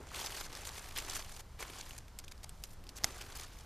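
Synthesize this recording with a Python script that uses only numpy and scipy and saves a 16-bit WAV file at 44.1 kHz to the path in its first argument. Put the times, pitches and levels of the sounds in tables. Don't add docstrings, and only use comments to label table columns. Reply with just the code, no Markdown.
import sys
import numpy as np
from scipy import signal
from scipy.fft import rfft, irfft
from scipy.io import wavfile
from scipy.ndimage import uniform_filter1d

SR = 44100
rng = np.random.default_rng(int(sys.argv[2]) if len(sys.argv) > 2 else 0)


def wav_out(sig):
    wavfile.write(sys.argv[1], SR, np.round(np.clip(np.atleast_2d(sig).T, -1, 1) * 32767).astype(np.int16))


def ratio(d):
    e = np.asarray(d, float) / 20
    return 10 ** e


N = 160965


def read(points, hz):
    f, value = np.transpose(points)
    return np.interp(np.log(hz + 1), np.log(f + 1), value)


def evened(x):
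    return x / np.sqrt(np.mean(x ** 2) + 1e-20)


def add(mix, s, sound):
    part = mix[round(s * SR):][:len(sound)]
    part += sound[:len(part)]


def ring(x, hz, width_hz):
    r = np.exp(-np.pi * width_hz / SR)
    return signal.lfilter([1, 0, -r], [1, -2 * r * np.cos(2 * np.pi * hz / SR), r * r], x)


def sparse(rate, spread_db):
    size = ratio(spread_db * np.minimum(rng.exponential(1, N), 4))
    return evened(size * (rng.random(N) < rate / SR))


def clumps():
    rate, length_s, spread_db, floor = 110, 0.0071, 3.5, 10.5
    swell = np.sin(np.pi * np.arange(0, 1, 1 / (length_s * SR)) ** 0.82) ** 2
    return evened(signal.oaconvolve(sparse(rate, spread_db), swell)[:N] + floor)


def leaf_power(hz):
    # t/s, level/dB, brightness/(dB per octave)
    hands = [(0, -62.5, -9.5), (.07, -57.5, -2.5), (.15, -45, -1), (.45, -47.5, -1), (.48, -55.5, -3),
             (.56, -48.5, -1.5), (.92, -53, -1), (1.0, -46, -2), (1.41, -55, 0.5), (1.425, -80, 2),
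             (1.575, -67.5, -3), (1.6, -48, -2), (1.96, -55, -0.5), (2.12, -81, -5), (2.74, -66, 4),
             (2.78, -89, -11), (3.06, -49.5, -2), (3.65, -59, -1)]
    # start t/s, length/s, level/dB, f/Hz
    grabs = [(0, 0.039, -60, 750), (.155, 0.083, -43.5, 3770), (.26, .015, -48.5, 5500),
             (0.301, 0.061, -47, 3500), (0.361, 0.062, -45.5, 4000), (0.429, 0.044, -51, 4550),
             (0.552, 0.054, -51.5, 4030), (0.66, 0.037, -46.5, 4500), (0.75, .055, -49, 2480),
             (0.867, 0.029, -49.5, 2020), (.955, 0.052, -41.5, 2510), (0.972, 0.011, -44.5, 2520),
             (1.094, 0.072, -46.5, 4100), (1.146, 0.034, -40, 6400), (1.191, 0.016, -41, 1000),
             (1.283, 0.02, -52, 1490), (1.389, 0.016, -49, 1000), (1.591, 0.048, -45.5, 1490),
             (1.743, 0.057, -52, 4000), (1.795, 0.022, -46, 4050), (1.978, 0.011, -47.5, 8050),
             (2.188, 0.014, -51, 5000), (2.239, 0.011, -51.5, 6000), (2.311, .016, -51.5, 5040),
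             (2.431, 0.017, -47.5, 6000), (2.639, 0.021, -56, 5500), (2.955, 0.038, -49.5, 5800),
             (3.208, 0.02, -45.5, 2920), (3.349, 0.028, -44.5, 7040), (3.379, 0.077, -49.5, 5040)]
    rise, tune_db, tune_octaves = 0.16, 4.5, 0.77
    t = np.arange(N) / SR
    s, db, tilt = np.transpose(hands)
    octave = np.log2(hz / 3000)
    power = ratio(2 * (np.interp(t, s, db) + octave * np.interp(t, s, tilt)))
    for start, length, grab_db, grab_hz in grabs:
        u = np.arange(0, 1, 1 / (length * SR))
        shape = np.minimum(np.minimum(u, 1 - u) / rise, 1)
        nearness = np.exp(-(np.log2(hz / grab_hz) / tune_octaves) ** 2)
        add(power, start, shape * ratio(2 * (grab_db + tune_db * (nearness - 0.5))))
    return power


def rustle():
    # f/Hz, level/(dB per Hz)
    leaf = [(120, -36), (200, -10.5), (342, -1.5), (498, -8.5), (629, -0.5), (1840, -3), (6320, -4.5),
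            (11200, -10.5), (14400, -11.5)]
    cracks_per_s, crack_spread_db, hiss = 1500, 2.5, 0.6
    shared = 0.46
    out = np.zeros(N)
    all_leaves = clumps()
    for hz in np.geomspace(260, 13000, num=12):
        cracks = sparse(cracks_per_s, crack_spread_db) * rng.choice([-1., 1.], N)
        friction = cracks + hiss * rng.standard_normal(N)
        drive = friction * (shared * all_leaves + (1 - shared) * clumps())
        patch = evened(ring(ring(drive, hz, 0.5 * hz), hz, 0.5 * hz))
        out += patch * np.sqrt(leaf_power(hz) * hz / 40000) * ratio(read(leaf, hz) + 4)
    return out


def snap(peak_db, hz, scrape_db):
    rise_s, crack_t60, scrape_t60 = 0.00095, 0.0069, 0.045
    q, wide_db = 3.3, -5
    t = np.arange(4000) / SR
    burst, grit = rng.standard_normal((2, len(t)))
    tone = evened(ring(burst, hz, hz / q)) + ratio(wide_db) * evened(np.diff(burst, prepend=0))
    crack = tone * np.minimum(t / rise_s, 1) ** 2 * ratio(-60 * t / crack_t60)
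    scrape = evened(ring(grit, 4200, 6100)) * ratio(-60 * t / scrape_t60)
    return ratio(peak_db) * (crack / abs(crack).max() + ratio(scrape_db) * scrape)


def snaps():
    # t/s, peak level/dB, f/Hz, level of the scrape after it/dB
    breaks = [(0.247, -30.5, 4800, -15), (0.2611, -26.5, 5700, -17), (0.4447, -40.5, 4880, -16),
              (0.5273, -38, 5030, -14), (0.551, -31.5, 4100, -20), (0.617, -38, 6790, -19),
              (0.6514, -36.5, 4500, -6), (0.6908, -33.5, 4400, -25), (0.76, -39.5, 4170, -19),
              (0.843, -40, 2080, -11), (0.9846, -26, 2450, -9.5), (1.0977, -30.5, 6700, -12),
              (1.1652, -30.5, 2040, -18), (1.3637, -43.5, 5040, -4), (1.9078, -36.5, 2620, -21.5),
              (1.981, -38.5, 8800, -20.5), (2.0812, -46.5, 2620, -13), (2.1878, -28.5, 6750, -18),
              (2.2803, -37.5, 2600, -15), (2.3777, -47.5, 5200, -17), (2.4928, -35.5, 9250, -15.5),
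              (2.6378, -28, 5200, -16), (2.8387, -43, 2700, -16), (2.8679, -43.5, 4420, -22),
              (2.8747, -48, 5190, -24), (2.8908, -34.5, 5100, -13.5), (2.9673, -37.5, 5770, -16),
              (2.9766, -36, 5470, -23), (3.1078, -47, 7880, -22), (3.5877, -43, 6190, -18)]
    out = np.zeros(N)
    for s, peak_db, hz, scrape_db in breaks:
        add(out, s, snap(peak_db, hz, scrape_db))
    return out


def shears():
    # t/s, peak level/dB, treble tilt/(dB per octave)
    cut = [
        (3.0377, -26, 4),
        (3.0375, -24, 12),
        (3.0426, -20.5, -4),
        (3.0436, -7, 8),
        (3.0450, -19, -5),
    ]
    # f/Hz, level/dB, t60/s
    modes = [(750, -14, 0.014), (1915, 0.5, 0.0076), (3850, -26, 0.0087), (5240, 3.5, 0.0041),
             (6230, 5, 0.0028), (8570, -30, .008), (10700, -28, 0.0069), (14300, -10.5, 0.002)]
    noise_db, noise_t60 = -5, 0.026
    t, out = np.arange(3000) / SR, np.zeros(N)
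    for s, peak_db, treble_db in cut:
        hit = ratio(noise_db - 60 * t / noise_t60) * rng.standard_normal(len(t))
        for hz, db, t60 in modes:
            tilt_db = treble_db * np.log2(hz / 4000)
            hit += ratio(db + tilt_db - 60 * t / t60) * np.sin(2 * np.pi * hz * t)
        add(out, s, -ratio(peak_db) * hit / abs(hit).max())
    return out


def air():
    # f/Hz, level/(dB per Hz)
    hush_colour = [(12, -23), (20, 0.5), (71, 1), (281, -19.5), (1210, -23), (2470, -31.5), (5200, -32),
                   (12500, -42), (14400, -40)]
    hush_db, drone_db, sway_db = -54, -62, -56
    hz = np.fft.rfftfreq(N, 1 / SR)
    hush = irfft(rfft(rng.standard_normal(N)) * ratio(read(hush_colour, hz)) * (hz > 18), N)
    drone = ring(rng.standard_normal(N), 54.6, 11)
    sway = ring(ring(rng.standard_normal(N), 17, 3.7), 17, 3.7)
    return ratio(hush_db) * evened(hush) + ratio(drone_db) * evened(drone) + ratio(sway_db) * evened(sway)


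def scene():
    mix = rustle() + snaps() + shears() + air()
    return np.array([mix, mix])


def side_hiss(mid):
    # f/Hz, level under the centre/dB
    spread = [(3800, -56), (4300, -13), (6000, -5), (9000, -1.5), (14000, -1.5)]
    # f/Hz, chance (0 to 1)
    spread_odds = [(4000, .05), (5500, .35), (7000, .7), (9000, .85), (12000, .75), (14000, .6)]
    hz, t, z = signal.stft(mid, SR, nperseg=512, noverlap=384)
    level = np.sqrt(uniform_filter1d(abs(z) ** 2, size=9, axis=0))
    block, band = np.arange(len(t)) // 8, np.arange(len(hz)) // 10
    blocks = block.max() + 1
    luck = uniform_filter1d(rng.standard_normal((band.max() + 1, blocks)), size=3, axis=1)
    luck = uniform_filter1d(luck, size=2, axis=0)
    luck = luck.ravel().argsort().argsort().reshape(luck.shape) / luck.size
    treble = level[hz > 2000].sum(axis=0)
    treble = np.pad(treble, (0, 8))[:blocks * 8].reshape(-1, 8)
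    steady = treble.max(axis=1) < 2.4 * np.median(treble, axis=1)
    on = (luck[band][:, block] < read(spread_odds, hz)[:, None]) * steady[block]
    a, b = rng.standard_normal((2, len(hz), len(t)))
    hiss = level * on * ratio(read(spread, hz) + 2)[:, None] * (a + 1j * b)
    return signal.istft(hiss, SR, nperseg=512, noverlap=384)[1][:N]


def roll_off(x):
    return signal.sosfilt(signal.butter(12, 15620, fs=SR, output="sos"), x)


def record(dry):
    mid = signal.oaconvolve(dry[0], signal.firwin(301, 14250, fs=SR), "same")
    side = side_hiss(mid)
    return roll_off(np.array([mid + side, mid - side]))


dry = scene()
out = record(dry)
wav_out(out)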